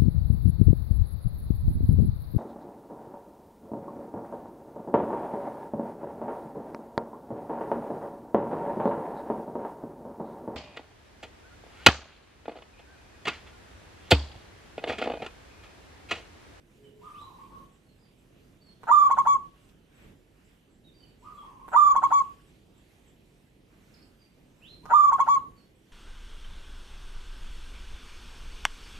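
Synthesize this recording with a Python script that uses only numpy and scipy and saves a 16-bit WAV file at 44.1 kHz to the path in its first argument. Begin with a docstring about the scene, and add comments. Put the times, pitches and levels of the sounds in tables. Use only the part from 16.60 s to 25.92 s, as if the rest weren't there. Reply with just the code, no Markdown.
"""A cooing zebra dove

A caged zebra dove coos three times close by: a long quavering note, two short ones and a level last one.
Each note opens with a rasp of quick flaps, then becomes a nearly pure tone (a sine with faint overtones).
Delayed copies and a noise tail give the echoes of cage and porch, and the tone beats against them.
Another dove and small birds whistle far off as gliding sines. Ticks, a rustle and a low outdoor
rumble are shaped noise."""
import sys
import numpy as np
from scipy import signal
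from scipy.fft import rfft, irfft, next_fast_len
from scipy.io import wavfile
from scipy.ndimage import uniform_filter1d, map_coordinates

SR = 44100
rng = np.random.default_rng(int(sys.argv[2]) if len(sys.argv) > 2 else 0)


def pcm_store(signal):
    """Save signal as 16-bit PCM."""
    levels = np.round(np.clip(np.atleast_2d(signal), -1, 1) * 32767)
    wavfile.write(sys.argv[1], SR, levels.astype(np.int16).T)


N = 411012  # length of the scene in samples

# In all tables, levels are those before the later gains, filters and echoes.
# Path of pitch and level through each kind of note: time_s, pitch_hz, level_db
LONG = [(0, 902, -26), (.006, 944, -14.5), (.02, 1004, -12.5), (.0235, 1180, -11.3), (.036, 1194, -9.9),
        (.11, 1169, -11.2), (.185, 1121, -12), (.194, 1085, -38)]
SHORT = [(0, 780, -34), (.0055, 897, -17), (.008, 981, -15), (.013, 1104, -14), (.022, 1115, -14.3),
         (.033, 1085, -18.5), (.046, 1060, -39)]
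LAST = [(0, 779, -35), (.007, 892, -16), (.011, 973, -14), (.014, 1101, -16), (.025, 1127, -13),
        (.045, 1135, -13), (.08, 1122, -14), (.1, 1073, -19), (.113, 1067, -39)]
# The near dove's phrase: start_s (within the call), shape, gain_db, rasp_length_s
PHRASE = [(0, LONG, 0.04, .022), (0.2069, SHORT, -0.8, .005), (0.2811, SHORT, 0.2, .007),
          (.3647, LAST, -0.4, .007)]
# The near dove's calls: start_s, time_stretch (1 = as in the phrase)
COOS = [(2.2924, 1), (5.1407, 1.013), (8.3153, .977)]
# How strongly throat and beak pass the overtones: frequency_hz, gain_db
THROAT = [(1600, -27), (2000, -31.5), (2220, -34), (2380, -47), (3400, -38), (4500, -44.5), (4800, -47),
          (5700, -45.5), (6400, -43.5), (6800, -33), (7300, -37), (7900, -48), (9200, -57.5), (14000, -58)]
# Ringing set off by one flap of the syrinx, the bird's voice organ: pitch_hz, fall_by_60_db_s, level_db
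FLAP_RINGING = [(720, .008, -11), (920, .01, 0), (1340, .014, 0), (1600, .008, -7), (3200, .004, -25),
                (7000, .006, -27)]
# How the closed throat colours the rasp: frequency_hz, gain_db
NECK = [(150, -19.5), (450, -11), (620, -4.5), (800, 4), (1600, -3.5), (2000, -18.5), (3500, -4),
        (6500, -1), (14000, -5.5)]
# Colour of the air rushing through the beak: frequency_hz, gain_db
AIR = [(200, -3), (700, -1), (1500, -5), (3000, -1), (5000, -16.5), (7200, -6.5), (9500, -10.5),
       (14000, -5)]
# Direct path and near reflections at each microphone: delay_ms, gain_db
LEFT_PATHS = [(.12, -5), (4.68, -7.9), (5.37, -8.4), (6.72, -9), (8.91, -18.7), (11.82, -15.6),
              (24.69, -16.8), (27.72, -22.6), (37.68, -19.9)]
RIGHT_PATHS = [(0, -4.1), (2.61, -6.3), (4.74, -15.4), (6.66, -2.2), (8.76, -13.2), (13.02, -8.6),
               (20.25, -14.5), (24.39, -21.3), (26.55, -14.9)]
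# How long echoes last on the porch and across the garden: frequency_hz, fall_by_60_db_s
PORCH = [(300, .35), (1100, .39), (3000, .28), (8000, .25), (14000, .2)]
GARDEN = [(300, .4), (1100, .5), (4000, .4), (8000, .3)]
# The far dove's calls: start_s, gain_db
FAR_COOS = [(.412, -34.5), (4.622, -34.5), (8.228, -38)]
# The far dove's phrase: start_s (within the call), shape, gain_db, pitch_share (of the shape's pitch)
FAR_PHRASE = [(0, LONG, 0.5, 1.02), (.205, SHORT, 4, .98), (.285, SHORT, 2.5, .93), (.37, SHORT, 4.5, .98),
              (.485, LAST, 1, 0.98)]
# Low far hoots, falling chirps, rising whistles and sharp chips: start_s, length_s, pitch_hz, level_db
HOOTS = [(.15, 0.26, 419, -52.5), (1.68, 0.18, 441, -62), (5.36, 0.19, 303, -54.5)]
CHIRPS = [(.23, .06, 3045, -61), (1.26, .07, 4300, -68), (1.39, .09, 4880, -69), (2.005, .11, 4446, -59),
          (4.24, .07, 3760, -57.5), (4.335, .15, 4640, -58.5), (4.4, .06, 3040, -61),
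          (4.77, .06, 3310, -61), (7.59, 0.066, 4750, -60), (8.96, .07, 4450, -62)]
WHISTLES = [(.53, .15, 3140, -58), (8.012, .165, 3296, -50.5)]
CHIPS = [(7.34, 0.0195, 4500, -61), (7.368, 0.037, 4500, -55.5), (7.42, .028, 4530, -55)]
# Light ticks in the cage: start_s, level_db
TICKS = [(.787, -63), (0.984, -54), (3.09, -46)]
# Colour of the outdoor noise: frequency_hz, level_db (per Hz, relative)
FLOOR = [(15, -36), (25, -3.5), (48, -3.5), (66, -13.5), (95, -9.5), (140, -10), (300, -12), (436, -15.5),
         (632, -19), (1330, -22), (3010, -21.5), (3530, -25), (4850, -31), (5690, -32), (7610, -32),
         (14000, -35)]
# How alike the outdoor noise starts out on left and right: frequency_hz, likeness (0 to 1)
ALIKE = [(60, 1), (150, .93), (370, 0.64), (910, 0.31), (2260, 0), (5610, 0.65), (13900, 0)]
# How the recorder turns quiet passages down: middle_band_level_db, gain_db
SUPPRESSION = [(-63, -6.5), (-51.5, -3), (-31, 0.5)]

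# Pitch from start to end of each kind of far call, as shares of the call's own pitch
HOOT_ARC, CHIRP_ARC = (1, 1.01), (1.02, 1, .95)
WHISTLE_ARC, CHIP_ARC = (.72, .95, 1.24, 1.25, 1.25), (1.22, .93, 1.1)

# The long note quavers after its upward break; the first two are times within the note
BREAK_S, CREST_S, QUAVERS_PER_S = .0235, .048, 24
QUAVER_HZ, DIP_DB_PER_S = 22.98, 26  # swing of the pitch either way; how fast the level dips deepen
CLICK_LEAD_S, CLICK_DB = .0592, -24.5  # the throat clicks open before each call
TSIP_GAP_S, TSIP_S, TSIP_HZ, TSIP_DB = .31, .06, 7750, -71.5  # typical values, scattered later
RUSTLE_S, RUSTLE_LENGTH_S, RUSTLE_DB = 3.28, 0.3, -57.5
TOP_HZ = 14350  # the recorder keeps nothing above this


def dove(overtone_left_db=-8, overtone_right_db=0, air_db=-53, tail_db=-18.0):
    """The fundamental spreads all round from the swollen throat; the beak beams the overtones to the right."""
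    tone, overtones, effort = np.zeros((3, N))
    for s, shape, db, _ in notes():
        for track, part in zip((tone, overtones, effort), coo(shape)):
            add(track, s, amp(db) * part)
    hiss = unit(filtered(rng.standard_normal(N), lambda hz: amp(along(AIR, hz))))
    air = amp(air_db) * effort * hiss
    body = tone + rasp() + air
    left_delay = round(LEFT_PATHS[0][0] / 1000 * SR)
    left_beam = amp(overtone_left_db) * np.roll(overtones, left_delay)
    beam = np.array([left_beam, amp(overtone_right_db) * overtones])
    spill = amp(-16) * overtones  # the part of the overtones that reaches the walls
    tail = echoes(amp(tail_db) * (body + overtones), PORCH)
    return near_walls(body + spill) + beam + tail


def notes():
    """List every note of the near dove: start, shape, gain and rasp length."""
    return [(s + stretch * after, shape, db, length)
            for s, stretch in COOS for after, shape, db, length in PHRASE]


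def coo(shape, pitch_share=1, jitter=0.00069, shimmer_db=2.5, dull_db=-10, brightening=.35,
        clipped_db=2.5, count=12):
    """Sing one note: a sine on a moving pitch, overtones at its multiples, and their shared loudness curve."""
    is_long = shape == LONG
    s, hz, db = np.transpose(shape)
    t = np.arange(int(s[-1] * SR)) / SR
    quaver = is_long * (t > BREAK_S) * np.cos(2 * np.pi * QUAVERS_PER_S * (t - CREST_S))
    quaver = uniform_filter1d(quaver, size=128)
    unsteady = 1 + jitter * wobble(700, size=len(t))
    pitch = pitch_share * (np.interp(t, s, hz) + QUAVER_HZ * quaver) * unsteady
    phase = 2 * np.pi * np.cumsum(pitch) / SR
    # the level dips between the crests of pitch
    dip_db = is_long * DIP_DB_PER_S * t * (1 - quaver) / 2
    soft_ends = np.clip(np.minimum(t, t[-1] - t) / .001, 0, 1)
    swell = amp(np.interp(t, s, db) - dip_db) * soft_ends
    # overtones above the second are weaker while the pitch is low
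    dull = np.interp(pitch, [1000, 1100], [dull_db, 0])

    def overtone(k):
        colour_db = along(THROAT, k * pitch) + dull * (k > 2) + shimmer_db * wobble(90, size=len(t))
        return amp(colour_db) * np.sin(k * phase)

    press_db = 0 if is_long else clipped_db  # the brief notes are pressed harder
    overtones = amp(press_db) * sum(overtone(k) for k in range(2, count + 1))
    # overtones grow faster than the tone itself
    brighter = (swell / np.median(swell)) ** abs(brightening)
    return swell * np.sin(phase), swell * overtones * brighter, swell


def rasp(start_hz=150, end_hz=665, scatter=0.15, start_db=-28, long_db=-18, short_db=-25, crack_db=-19):
    """Before a tone catches, the syrinx flaps ever faster and harder, and each flap rings the throat."""
    age = np.arange(SR // 50) / SR
    flap = sum(amp(db - 60 * age / t60) * np.sin(2 * np.pi * hz * age) for hz, t60, db in FLAP_RINGING)
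    flap *= 1 - np.exp(-(age / 0.00037) ** 2)  # soft onset
    flap /= np.abs(flap).max()
    track = np.zeros(N)
    for s, shape, db, length in notes():
        progress = np.linspace(0, 1, int(length * SR))
        uneven = np.exp(scatter * (1 - progress) * wobble(410, size=len(progress)))
        rate = np.interp(progress, [.2, .65], [start_hz, end_hz]) * uneven
        end_db = long_db if shape == LONG else short_db
        # one flap each time the running count passes a whole number
        starts = np.diff(np.floor(np.cumsum(rate) / SR), prepend=-1) > 0
        for u in progress[starts]:
            flap_db = db + start_db + (end_db - start_db) * np.sqrt(u) + rng.normal(0, 2.2)
            add(track, s - length * (1 - u), amp(flap_db) * flap)
    track = filtered(track, lambda hz: amp(along(NECK, hz)))
    # the click is added past the neck filter, so it keeps its own colour
    for s, _ in COOS:
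        crack = amp(crack_db) * rng.standard_normal(len(age))
        pop = np.sin(2 * np.pi * 1050 * age)
        add(track, s - CLICK_LEAD_S, amp(CLICK_DB - 60 * age / .006) * (pop + crack))
    return track


def near_walls(x):
    """Direct sound and near reflections arrive as delayed, weaker copies at two microphones."""
    out = np.zeros((2, N))
    for ear, paths in zip(out, (LEFT_PATHS, RIGHT_PATHS)):
        for ms, db in paths:
            add(ear, ms / 1000, amp(db) * x)
    return out


def far_doves():
    """Another dove sings the same kinds of note as plain wavering tones; low far hoots join it."""
    track = whistled(HOOTS, HOOT_ARC, waver=0.019, throb_db=4.5)
    for s, call_db in FAR_COOS:
        for after, shape, db, pitch_share in FAR_PHRASE:
            tone = coo(shape, pitch_share, jitter=0.026)[0]
            add(track, s + after, amp(call_db + db) * tone)
    return distant(track, direct_db=-4.0, wet_db=1.7, right_db=0.6)


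def small_birds(scatter_s=.09, scatter_db=3.0, scatter_hz=110):
    """Chirps, whistles and chips are gliding tones, along with a loose series of thin high tsips."""
    beats = np.arange(.1, N / SR, TSIP_GAP_S)
    chances = rng.standard_normal((len(beats), 3))
    tsips = [(abs(s + scatter_s * late), TSIP_S, TSIP_HZ + scatter_hz * sharp, TSIP_DB + scatter_db * loud)
             for s, (late, sharp, loud) in zip(beats, chances)]
    track = whistled(CHIRPS, CHIRP_ARC, waver=0.0088, throb_db=4)
    track += whistled(tsips, CHIRP_ARC, waver=0.023, throb_db=3)
    track += whistled(WHISTLES, WHISTLE_ARC, waver=.025, throb_db=2.5)
    track += whistled(CHIPS, CHIP_ARC, waver=.035, throb_db=8)
    return distant(track, direct_db=-0.5, wet_db=-1.0, right_db=2.5)


def whistled(rows, arc, waver, throb_db):
    """Whistle each row as a sine that follows one arc of pitch, wavering in pitch and level."""
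    track = np.zeros(N)
    for s, length, hz, db in rows:
        u = np.linspace(0, 1, int(length * SR))
        glide = np.interp(u, np.linspace(0, 1, len(arc)), arc)
        pitch = hz * glide * (1 + waver * wobble(300, size=len(u)))
        swell = np.sqrt(np.abs(np.sin(np.pi * u))) * amp(throb_db * wobble(90, size=len(u)))
        add(track, s, amp(db) * swell * np.sin(2 * np.pi * np.cumsum(pitch) / SR))
    return track


def distant(track, direct_db, wet_db, right_db):
    """A far sound is heard largely through its garden echoes; right_db lifts the right, lowers the left."""
    both = amp(direct_db) * track + amp(wet_db) * echoes(track, GARDEN)
    return both * amp([[-right_db], [right_db]])


def echoes(x, decay):
    """Many blurred echoes act as a stereo noise tail: it builds up quickly and each frequency fades at its own speed."""
    hz, t, z = signal.stft(rng.standard_normal((2, SR * 3 // 4)), SR, nperseg=256)
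    build = 1 - np.exp(-t / .008)
    fade = amp(-60 * t / along(decay, hz)[:, None])
    tail = signal.istft(z * fade * build, SR, nperseg=256)[1]
    return signal.fftconvolve(x[None], tail / np.linalg.norm(tail[0]), axes=1)[:, :N]


def ticks(t60=.015):
    """Short ticks of the cage are noise bursts that die by 60 dB in t60 seconds, with near reflections."""
    track, age = np.zeros(N), np.arange(SR // 20) / SR
    for s, db in TICKS:
        add(track, s, amp(db - 60 * age / t60) * rng.standard_normal(len(age)))
    colour = [(300, -6), (1000, -13), (3500, 7.5), (12000, -16.0)]  # frequency_hz, gain_db
    return near_walls(filtered(track, lambda hz: amp(along(colour, hz))))


def feathers():
    """The dove shifts its feathers: one soft rustle of shaped noise that swells and fades."""
    u = np.clip((np.arange(N) / SR - RUSTLE_S) / RUSTLE_LENGTH_S, 0, 1)
    colour = [(300, -2), (1000, -3), (2500, 0), (5000, -17.5), (12000, -21.5)]  # frequency_hz, gain_db
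    noise = filtered(rng.standard_normal((2, N)), lambda hz: amp(along(colour, hz)))
    return amp(RUSTLE_DB) * np.sin(np.pi * u) * unit(noise)


def outdoors(rumble_db=-54, hiss_db=-62.5, flutter_db=1.56, right_db=1.43, split_hz=600, low_hz=30, lead_ms=.25):
    """Low rumble, much alike on both sides, lies under a thin patchy hiss; each swells by itself."""
    # mixing a shared and an opposed noise sets how alike the two sides are
    def turn(hz):
        return np.arccos(np.clip(along(ALIKE, hz), -1, 1)) / 2

    mid, side = filtered(rng.standard_normal((2, N)),
                         lambda hz: amp(along(FLOOR, hz)) * [np.cos(turn(hz)), np.sin(turn(hz))])
    noise = np.array([mid + side, mid - side])
    noise = filtered(noise, lambda hz: hz ** 4 / (hz ** 4 + low_hz ** 4))
    rumble = filtered(noise, lambda hz: 1 / (1 + (hz / split_hz) ** 4))
    hiss = patchy(noise - rumble, depth_db=1.7)
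    # the rumble reaches the left a moment before the right
    rumble = np.array([rumble[0], np.roll(rumble[1], round(lead_ms * SR / 1000))])

    def swell(db):
        return amp(db + flutter_db * wobble(6, size=N))

    both = swell(rumble_db) * unit(rumble) + swell(hiss_db) * unit(hiss)
    return both * amp([[-right_db], [right_db]])


def patchy(noise, depth_db):
    """Give noise patches of random gain in time and frequency."""
    z = signal.stft(noise, nperseg=512)[2]
    field = uniform_filter1d(rng.standard_normal(z.shape[1:]), size=9, axis=0)
    field = uniform_filter1d(field, size=16, axis=1)
    return signal.istft(z * amp(depth_db * unit(field)), nperseg=512)[1][:, :N]


def suppressor(x, window_s=.05):
    """The gain follows the level of the middle band, so the background rises with loud calls."""
    middle = filtered(x, lambda hz: (hz > 800) & (hz < 5000))
    power = np.abs(uniform_filter1d(np.mean(middle ** 2, axis=0), size=int(window_s * SR)))
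    level_db = 10 * np.log10(power + 1e-12)
    return x * amp(np.interp(level_db, *np.transpose(SUPPRESSION)))


def amp(db):
    """Turn decibels into a gain."""
    return 10 ** (np.asarray(db) / 20)


def unit(x):
    """Scale a sound to an average (rms) level of 1."""
    return x / np.sqrt(np.mean(x ** 2) + 1e-20)


def along(points, hz):
    """Read a value between (frequency, value) points on a log frequency axis."""
    f, v = np.transpose(points)
    return np.interp(np.log(hz + 1), np.log(f + 1), v)


def wobble(rate, size):
    """Draw a smooth random curve through rate random points a second."""
    points = rng.standard_normal(int(size * rate / SR) + 4)
    return map_coordinates(points, [np.arange(size) * rate / SR])


def filtered(x, response):
    """Multiply the spectrum of x by a gain that depends on frequency."""
    size = next_fast_len(N + SR // 2)
    return irfft(rfft(x, size) * response(np.fft.rfftfreq(size, 1 / SR)), size)[..., :N]


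def add(track, s, sound):
    """Mix a sound into a track, starting at s seconds."""
    part = track[round(s * SR):][:len(sound)]
    part += sound[:len(part)]


def scene():
    """Mix the near dove, the far birds, the cage, the feathers and the open air."""
    return dove() + far_doves() + small_birds() + ticks() + feathers() + outdoors()


def record(dry):
    """The recorder turns quiet passages down and keeps nothing above its top frequency."""
    return filtered(suppressor(dry), lambda hz: hz < TOP_HZ)


dry = scene()
out = record(dry)
pcm_store(out)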